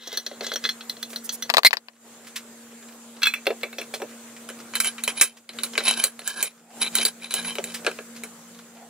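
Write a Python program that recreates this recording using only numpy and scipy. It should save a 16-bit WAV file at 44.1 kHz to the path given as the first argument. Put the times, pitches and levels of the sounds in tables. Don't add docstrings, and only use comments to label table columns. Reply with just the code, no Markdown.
import sys
import numpy as np
from scipy import signal
from scipy.fft import rfft, irfft
from scipy.io import wavfile
from scipy.ndimage import uniform_filter1d

SR = 44100
rng = np.random.default_rng(int(sys.argv[2]) if len(sys.argv) > 2 else 0)


def dump(signal):
    limited = np.clip(np.atleast_2d(signal).T, -1, 1)
    pcm = np.round(limited * 32767).astype(np.int16)
    wavfile.write(sys.argv[1], SR, pcm)


N = 392049


def amp(db):
    return 10 ** (np.asarray(db) / 20)


def evened(x):
    return x / np.sqrt(np.mean(x ** 2) + 1e-20)


def clock():
    return np.arange(N) / SR


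def read(points, hz):
    point_hz, value = np.transpose(points)
    return np.interp(np.log(hz + 1), np.log(point_hz + 1), value)


def curve(rows, column=1):
    rows = np.array(rows)
    return np.interp(clock(), rows[:, 0], rows[:, column])


def add(mix, start_s, sound):
    part = mix[round(start_s * SR):][:len(sound)]
    part += sound[:len(part)]


def coloured(x, gain):
    return irfft(rfft(x) * gain(np.fft.rfftfreq(x.shape[-1], 1 / SR)), x.shape[-1])


def strokes(rows, order):
    t = np.arange(0, N + 32, 32) / SR
    level = sum(amp(db) * np.exp(-abs(2 * (t - middle_s) / length_s) ** order)
                for middle_s, length_s, db in rows)
    return np.interp(clock(), t, level)


def ring(modes, weights, width_scale):
    hz, width_hz, db = np.transpose(modes)[:, :, None]
    t = np.arange(SR // 6) / SR
    width_hz = width_hz * width_scale
    level = weights[:, None] * amp(db) * np.sqrt(width_hz)
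    return (level * np.exp(-np.pi * width_hz * t) * np.sin(2 * np.pi * hz * t)).sum(axis=0)


RATTLE_SPREAD_DB, THUD_T60_S = -1.5, .11
FOCUS_DB_PER_OCTAVE, FOCUS_FLOOR_DB = -20, -12
DETUNE = .015
SEATED_DAMPING = 3.0


def blows(table, columns, usual, modes, width_scale, crack_db, snap_t60_s, rattle_t60_s):
    out, t = np.zeros(N), np.arange(SR // 5) / SR
    low = signal.butter(2, [370, 660], "band", fs=SR, output="sos")
    mid = signal.butter(4, [usual["lowest_hz"], 6200], "band", fs=SR, output="sos")
    high = signal.butter(4, 6200, "high", fs=SR, output="sos")
    rise = np.minimum(t / usual["rise_s"], 1)
    end_fade = np.cos(np.pi / 2 * t / t[-1])
    for start_s, level_db, *own in table:
        blow = {**usual, **dict(zip(columns, own))}
        rattle_db = blow["rattle_db"] + RATTLE_SPREAD_DB * rng.standard_normal()
        decay = amp(-60 * t / snap_t60_s) + amp(rattle_db - 60 * t / rattle_t60_s)
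        force = rng.standard_normal(len(t)) * rise * decay

        octaves_off = np.minimum(abs(np.log2(np.transpose(modes)[0] / blow["pitch_hz"])), 1)
        focus_db = np.maximum(FOCUS_DB_PER_OCTAVE * octaves_off, FOCUS_FLOOR_DB)
        weights = amp(focus_db + 2.5 * rng.standard_normal(len(modes)))
        struck = np.array(modes) * (1 + DETUNE * rng.standard_normal((len(modes), 1)) * [1, 0, 0])
        damped = width_scale * (1 + SEATED_DAMPING * min(amp(blow["thud_db"]), 1))
        body = signal.fftconvolve(force, ring(struck, weights, damped))[:len(t)]
        metal = body / abs(body).max() + amp(crack_db) * force / abs(force).max()

        thud = signal.sosfilt(low, rng.standard_normal(len(t)) * amp(-60 * t / THUD_T60_S))
        bands = ((thud, blow["thud_db"]),
                 (signal.sosfilt(mid, metal), 0),
                 (signal.sosfilt(high, metal), blow["bright_db"]))
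        sound = sum(amp(level_db + db) * band / abs(band).max() for band, db in bands)
        add(out, start_s, sound * end_fade)
    return out


# [dB per Hz, relative]
GRIT_SPECTRUM = [(150, -21), (400, -19.5), (1500, -20), (4000, 10.5), (6000, 4), (10500, -6.5),
                 (16000, -0.5)]
RUB_FOCUS_DB_PER_OCTAVE = -13


def rub(rows, modes, width_scale, grit_db, grain_db):
    grain = evened(uniform_filter1d(rng.standard_normal(N), 150))
    slips = evened(rng.standard_normal(N) * amp(grain_db * grain))
    swell = strokes([row[:3] for row in rows], order=2)
    out = coloured(slips * swell, lambda hz: amp(read(GRIT_SPECTRUM, hz) + grit_db))
    size = np.linalg.norm(ring(modes, np.ones(len(modes)), width_scale))
    for mode in modes:
        focus = RUB_FOCUS_DB_PER_OCTAVE * (mode[0] < 6000)
        focused = []
        for middle_s, length_s, level_db, *pitches_hz in rows:
            octaves_off = min(abs(np.log2(mode[0] / np.array(pitches_hz))).min(), 1)
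            focused.append((middle_s, length_s, level_db + focus * octaves_off))
        contact = amp(3.0 * evened(uniform_filter1d(rng.standard_normal(N), 2500)))
        drive = slips * strokes(focused, order=2) * contact
        out += signal.oaconvolve(drive, ring([mode], np.ones(1), width_scale) / size)[:N]
    return coloured(out, lambda hz: hz ** 2 / (hz ** 2 + 250 ** 2))


# time_s, level_db
BACKGROUND_LEVEL = [(0, 4), (2.1, -0.5), (5.2, 4), (6, 6), (6.8, 5), (7.3, 7.5), (8.89, -2)]
# start_s, length_s, depth_db
BACKGROUND_DIPS = [(1.544, 0.43, -13), (5.175, 0.3, -15.5), (5.997, 0.33, -10), (6.389, 0.29, -15),
                   (7.037, 0.28, -9)]
DIP_AT_ONCE, DIP_FALL_S, DIP_RETURN_S = 0.67, 0.037, 0.093
FADE_IN_DB, FADE_IN_S = -15, 0.46


def background_db():
    t = clock()
    level = curve(BACKGROUND_LEVEL) + FADE_IN_DB * np.clip(1 - t / FADE_IN_S, 0, 1)
    for start_s, length_s, depth_db in BACKGROUND_DIPS:
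        corners_s = [0, DIP_FALL_S, max(length_s, DIP_FALL_S), length_s + DIP_RETURN_S]
        level += depth_db * np.interp(t - start_s, corners_s, [0, DIP_AT_ONCE, 1, 0])
    return level


# [dB per Hz, relative]
AIR_SPECTRUM = [(30, -54), (140, -6.5), (180, -9), (480, -2.5), (900, -8), (1430, -7), (2830, -12.5),
                (5500, -14.5), (7270, -6), (9500, -12.5), (16000, -20)]
# pitch_hz, likeness [-1 to 1]
LEFT_RIGHT_LIKENESS = [(240, 0.99), (950, 0.89), (8000, -0.27)]
AIR_DB = -48.5


def air():
    frames, hz = N // 256 + 5, np.fft.rfftfreq(1024, 1 / SR)
    a, b, c, d, patches = rng.standard_normal((frames, 513, 5)).T
    patches = evened(uniform_filter1d(uniform_filter1d(patches, 14, 0), 12, 1))
    same = np.clip(read(LEFT_RIGHT_LIKENESS, hz), -1, 1)[:, None]
    left = a + 1j * b
    right = same * left + np.sqrt(1 - same ** 2) * (c + 1j * d)
    spectra = np.array([left, right]) * amp(read(AIR_SPECTRUM, hz)[:, None] + 1.9 * patches)
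    return amp(AIR_DB) * evened(signal.istft(spectra, nperseg=1024, noverlap=768)[1][:, :N])


# pitch_hz, level_db [RMS, before waver and slow level]
HUM_PARTIALS = [(232.6, -50.5), (474, -63)]
LOW_HUM_HZ, LOW_HUM_DB, LOW_HUM_FROM_S = 174, -60.5, 6.2


def hum():
    t = clock()
    waver = amp(1.8 * evened(uniform_filter1d(rng.standard_normal(N), 3000)))
    tones = sum(np.sqrt(2) * amp(db) * np.sin(2 * np.pi * hz * t) for hz, db in HUM_PARTIALS)
    fuzzy = evened(coloured(rng.standard_normal(N), lambda hz: 1 / (1 + ((hz - LOW_HUM_HZ) / 8) ** 2)))
    return tones * waver + amp(LOW_HUM_DB) * fuzzy * (t > LOW_HUM_FROM_S)


def background():
    return (air() + hum()) * amp(background_db())


FAINT_PER_S, FAINT_DB, FAINT_SPREAD_DB = 9, -44.5, 5.5


def faint_ticks():
    when, size, pitch = rng.random((round(FAINT_PER_S * N / SR), 3)).T
    level_db = FAINT_DB - FAINT_SPREAD_DB * np.log(size + 0.039)
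    rows = zip(when * N / SR, level_db, 1500 * 3 ** pitch)
    usual = {**SCREW_BLOW, "thud_db": -12, "bright_db": -8}
    return blows(rows, ["pitch_hz"], usual, SCREW_MODES,
                 width_scale=9.0, crack_db=11.0, snap_t60_s=0.0036, rattle_t60_s=0.095)


# middle_s, length_s, level_db
MAT_RUBS = [(6.8, 0.24, -51), (8.82, 0.12, -48)]
MAT_RUB_HZ = 760


def low_rubs():
    hiss = evened(coloured(rng.standard_normal(N), lambda hz: 1 / (1 + ((hz - MAT_RUB_HZ) / 120) ** 2)))
    return hiss * strokes(MAT_RUBS, order=2)


# start_s, level_db, t60_s
MAT_SCUFFS = [(2.266, -38.5, 0.14), (2.357, -23.5, 0.11), (3.938, -26.5, 0.1), (5.367, -43, 0.099),
              (7.74, -25.5, 0.14), (8.159, -38, 0.14)]


def scuffs():
    t = clock()
    hiss = evened(coloured(rng.standard_normal(N),
                           lambda hz: 1 / (1 + (1200 / (hz + 1)) ** 4) / (1 + hz / 5000)))
    level = sum(np.clip((t - start_s) / 0.0061, 0, 1) * amp(db - 60 * abs(t - start_s) / t60_s)
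                for start_s, db, t60_s in MAT_SCUFFS)
    return hiss * level


# middle_s, length_s, level_db
SWISHES = [(1.12, 0.053, -41.5), (1.255, 0.03, -33.5), (1.34, 0.037, -30)]


def rustles():
    hiss = evened(coloured(rng.standard_normal(N), lambda hz: 1 / (1 + (5500 / (hz + 1)) ** 4)))
    return hiss * strokes(SWISHES, order=4)


# time_s, level_db, pitch_hz
SQUEAL_COURSE = [(1.648, -9, 2050), (1.657, -10, 2120), (1.667, -7, 2200), (1.673, -9, 2100),
                 (1.677, -30, 2170), (1.692, -45, 2170)]


def squeal():
    jitter, flutter = (evened(uniform_filter1d(rng.standard_normal(N), 40)) for _ in range(2))
    pitch_hz = curve(SQUEAL_COURSE, column=2) * (1 + .06 * jitter)
    phase = 2 * np.pi * np.cumsum(pitch_hz) / SR
    octave = 1.2 * amp(3 * flutter) * np.sin(2 * phase + 1.5)
    hiss = .5 * np.diff(rng.standard_normal(N + 1))
    t = clock()
    sounding = (t > SQUEAL_COURSE[0][0]) * (t < SQUEAL_COURSE[-1][0])
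    return (np.sin(phase) + octave + hiss) * amp(curve(SQUEAL_COURSE)) * sounding


# start_s, level_db, thud_db, bright_db [last two against level_db]
HANDLE_CLINKS = [(0.0737, -35.5, 0.5, 13.5), (0.1278, -31, -1.5, 10.5), (0.172, -19, -17, 7.5),
                 (0.2633, -22, -15.5, 5.5), (0.3135, -35, 5, -25), (0.4077, -21, -5.5, -9),
                 (0.4653, -23.5, -10, 3.5), (0.5169, -16.5, -13, -15), (0.5362, -28.5, -38, 8.5),
                 (0.5574, -18, -13.5, 1), (0.639, -18.5, -21, -6), (0.6505, -10.5, -27.5, -39),
                 (0.6897, -13.5, -43, -5.5), (0.8074, -28, -25, -29), (0.967, -34, -8, -4)]
# pitch_hz, width_hz [before damping], level_db
HANDLE_MODES = [(500, 60, 2), (1700, 120, 1), (2040, 100, 2), (2630, 32, -17), (3410, 70, 0),
                (3850, 190, 0), (4080, 80, 2), (4230, 25, -4), (5720, 30, -6), (6200, 30, -10)]
# middle_s, length_s, level_db, favoured pitch_hz
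HANDLE_STROKES = [(.1, 0.23, -39, 2920), (.148, 0.043, -34.5, 3300), (.33, 0.093, -47, 3700),
                  (.44, 0.022, -24.5, 2550), (.49, 0.1, -35, 3820), (.657, 0.043, -27, 2100)]
TICKS_FROM_S, TICK_EVERY_S, TICK_COUNT = .8957, .1318, 5
TICK_DB, TICK_THUD_DB, TICK_BRIGHT_DB = -22, -23, 6.5
HANDLE_BLOW = dict(rattle_db=-14, pitch_hz=2900, rise_s=.0015, lowest_hz=1200)


def handle():
    ticks = [(TICKS_FROM_S + k * TICK_EVERY_S, TICK_DB, TICK_THUD_DB, TICK_BRIGHT_DB)
             for k in range(TICK_COUNT)]
    clinks = blows(HANDLE_CLINKS + ticks, ["thud_db", "bright_db"], HANDLE_BLOW, HANDLE_MODES,
                   width_scale=1.2, crack_db=-11, snap_t60_s=.016, rattle_t60_s=.12)
    return clinks + rub(HANDLE_STROKES, HANDLE_MODES, width_scale=.8, grit_db=-8, grain_db=3) + rustles()


# start_s, level_db, pitch_hz
PART_CLATTER = [(1.5815, 2.5, 1200), (1.59, -15, 1200), (1.633, -12, 4590), (1.6485, 1, 2190),
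                (1.708, -15, 4500), (1.7695, -15, 4260), (1.8843, -27.5, 2090)]
# blow start_s, blow level_db, tick level_db, tick pitch_hz
PART_LANDINGS = [(1.5, -4, -17.5, 2060), (1.545, -8, -6, 4400), (1.5749, -19.5, 2, 4220),
                 (1.736, -14.5, -3, 2060)]
# pitch_hz, width_hz [before damping], level_db
PART_MODES = [(700, 200, -3), (1150, 170, 4), (1960, 350, 4), (2700, 500, 5), (4500, 900, 10)]
EDGE_LEADS_S, LANDING_HZ = 0.0058, 1020
PARTS_BLOW = dict(rattle_db=-19, thud_db=-36, bright_db=-10, rise_s=0.0003, lowest_hz=600)


def parts():
    landed = [(start_s, db, LANDING_HZ) for start_s, db, _, _ in PART_LANDINGS]
    edges = [(start_s - EDGE_LEADS_S, db, hz) for start_s, _, db, hz in PART_LANDINGS]
    return blows(PART_CLATTER + landed + edges, ["pitch_hz"], PARTS_BLOW, PART_MODES,
                 width_scale=1.2, crack_db=3, snap_t60_s=0.005, rattle_t60_s=0.045)


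# start_s, level_db, thud_db [against level_db], pitch_hz
SLIDE_KNOCKS = [(3.219, -20, -41, 1720), (3.231, -7.5, -41, 3700), (3.2557, -10.5, -52, 3450),
                (3.269, -4.5, -56, 3000), (3.3377, -12, -47, 2620), (3.4674, -10, -1.5, 3050),
                (3.5036, -23.5, 9, 2380), (3.6319, -17.5, -7, 2340), (3.7277, -29.5, -11, 2410),
                (3.7838, -20.5, -6.5, 5100), (3.813, -22.5, -11, 2320), (3.9383, -20.5, -4, 4130),
                (4.0, -35.5, 4.5, 1600), (4.0185, -24.5, 2.5, 1630)]
# pitch_hz, width_hz [before damping], level_db
SLIDE_MODES = [(1670, 160, -8), (2360, 90, -2), (2640, 45, -1), (3470, 75, -2), (4100, 66, -5),
               (5700, 46, -13), (7460, 51, -23)]
SLIDE_BLOW = dict(rattle_db=-13.5, bright_db=-4, rise_s=0.00048, lowest_hz=1080)


def slide():
    return blows(SLIDE_KNOCKS, ["thud_db", "pitch_hz"], SLIDE_BLOW, SLIDE_MODES,
                 width_scale=0.71, crack_db=-8.5, snap_t60_s=0.024, rattle_t60_s=0.15)


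# start_s, level_db, thud_db, bright_db [both against level_db], pitch_hz
SCREW_KNOCKS = [(4.4885, -27, -14, 0.5, 1370), (4.5, -28.5, -4, -1, 3150), (4.7362, -22.5, -37, -24, 2500),
                (4.7535, -13.5, -46, 7, 3380), (4.8016, -10.5, -31.5, 7, 2650),
                (4.8449, -18.5, -44, 9, 2640), (4.9812, -25, -28, -29, 2820),
                (5.0367, -21, -36, 11.5, 3630), (5.0769, -9.5, -15, 0, 2800),
                (5.2116, -1.5, -29.5, 9.5, 3030), (5.4909, -25.5, -16, -5.5, 3950),
                (5.5868, -20.5, -26, -8.5, 4130), (5.6336, -18.5, -31, 9.5, 4270),
                (5.7535, -19, -18, -37, 2520), (5.7778, -4.5, -17.5, -7.5, 4440),
                (6.0388, -8, -24, 13, 3540), (5.805, -20.5, -8, -22, 2540),
                (7.447, -23.5, -37, -17.5, 3250), (6.1918, -26.5, -10, 2, 4200),
                (6.2755, -20.5, -34, 13.5, 1700), (6.4267, -17.5, -16, 16, 2490),
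                (6.9527, -13, -40, 12.5, 3480), (6.9857, -10.5, -18, -5, 3900),
                (7.051, -12.5, -15.5, 16.5, 4130), (7.3076, -20.5, -34, 0, 4050),
                (7.3394, -14.5, -18.5, 9.5, 4040), (7.5539, -22, -13, 1, 3460),
                (7.5838, -15, -4.5, -16, 1100), (7.6405, -17.5, -18, 5, 3630),
                (7.847, -23.5, -5, -14, 1640), (7.865, -8, -7.5, -10.5, 1300), (7.9132, -25, -12, -5, 2590),
                (7.9877, -23, -6, -32, 1580), (8.2354, -24, -14, 4, 2050)]
# pitch_hz, width_hz [before damping], level_db
SCREW_MODES = [(1100, 89, -5), (1640, 45, 0), (2420, 90, -1), (2650, 80, -4), (3120, 70, 0), (4020, 110, 2),
               (4520, 60, -10), (5400, 100, -11), (8200, 200, -11), (9270, 99, -11), (10500, 110, 5)]
# middle_s, length_s, level_db, two favoured pitch_hz
SCREW_STROKES = [(4.77, 0.051, -32, 3120, 1640), (4.865, 0.06, -25.5, 2640, 3120),
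                 (5.095, 0.037, -31.5, 2660, 1640), (5.19, 0.045, -30, 3040, 4020),
                 (5.24, 0.094, -36, 2710, 3120), (5.88, 0.062, -19, 3160, 4200),
                 (5.92, 0.03, -23.5, 3200, 1640), (6.01, 0.11, -28, 1640, 3120),
                 (6.295, 0.07, -29.5, 1570, 3500), (6.395, 0.078, -31.5, 1640, 3120),
                 (6.45, 0.072, -34, 4080, 2420), (6.826, 0.03, -19, 4000, 3120),
                 (6.847, 0.015, -29.5, 4020, 2420), (6.866, 0.033, -27, 4020, 2420),
                 (6.985, 0.071, -26.5, 3120, 4020), (7.021, 0.033, -23, 3120, 2420),
                 (7.07, 0.045, -26, 1640, 4020), (7.245, 0.052, -35.5, 4020, 2420),
                 (7.335, 0.051, -29, 4020, 4020), (7.39, 0.058, -27.5, 4020, 1640),
                 (7.485, 0.085, -32, 3120, 1100), (7.7, 0.094, -40.5, 3100, 1640)]
SCREW_BLOW = dict(rattle_db=-18.5, rise_s=0.0012, lowest_hz=1108)


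def screw():
    knocks = blows(SCREW_KNOCKS, ["thud_db", "bright_db", "pitch_hz"], SCREW_BLOW, SCREW_MODES,
                   width_scale=1.7, crack_db=1, snap_t60_s=0.006, rattle_t60_s=0.11)
    return knocks + rub(SCREW_STROKES, SCREW_MODES, width_scale=1.1, grit_db=-6.5, grain_db=4)


def room(x, t60_s):
    t = np.arange(SR // 4) / SR
    signs = rng.choice([-1., 1.], (2, len(t)))
    kept = rng.random((2, len(t))) < .05
    taps = signs * kept * amp(-60 * t / t60_s) * (t > .002)
    return signal.fftconvolve(x[None], taps / np.linalg.norm(taps[0]), axes=1)[:, :N]


# pitch_hz, tilt_db [left minus right, before pan]
STEREO_TILT = [(3000, 1), (5000, 6.5), (9000, -4)]


def ports(x, lag_s, pan_db):
    side = np.array([[.5], [-.5]])
    return coloured(x, lambda hz: amp(side * (read(STEREO_TILT, hz) + pan_db))
                    * np.exp(-2j * np.pi * side * hz * lag_s))


def scene():
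    handle_sound, part_sound, slide_sound, screw_sound = handle(), parts(), slide(), screw()
    small = squeal() + scuffs() + low_rubs() + faint_ticks() * amp(background_db())
    direct = (ports(handle_sound + slide_sound + small, lag_s=3e-5, pan_db=-1.9)
              + ports(part_sound, lag_s=0.00016, pan_db=9.0)
              + ports(screw_sound, lag_s=3.2e-5, pan_db=-1.0))
    sent = handle_sound + amp(-3) * part_sound + slide_sound + screw_sound + small
    return direct + amp(-11) * room(sent, t60_s=0.03) + background()


EDGE_HZ = 15750


def record(dry):
    overloaded = .95 * np.tanh(dry / .95)
    thinned = signal.lfilter(*signal.butter(1, 70, "high", fs=SR), overloaded)
    band_limit = signal.firwin(511, EDGE_HZ, window=("kaiser", 9), fs=SR)
    return signal.oaconvolve(thinned, band_limit[None], "same")


dry = scene()
out = record(dry)
dump(out)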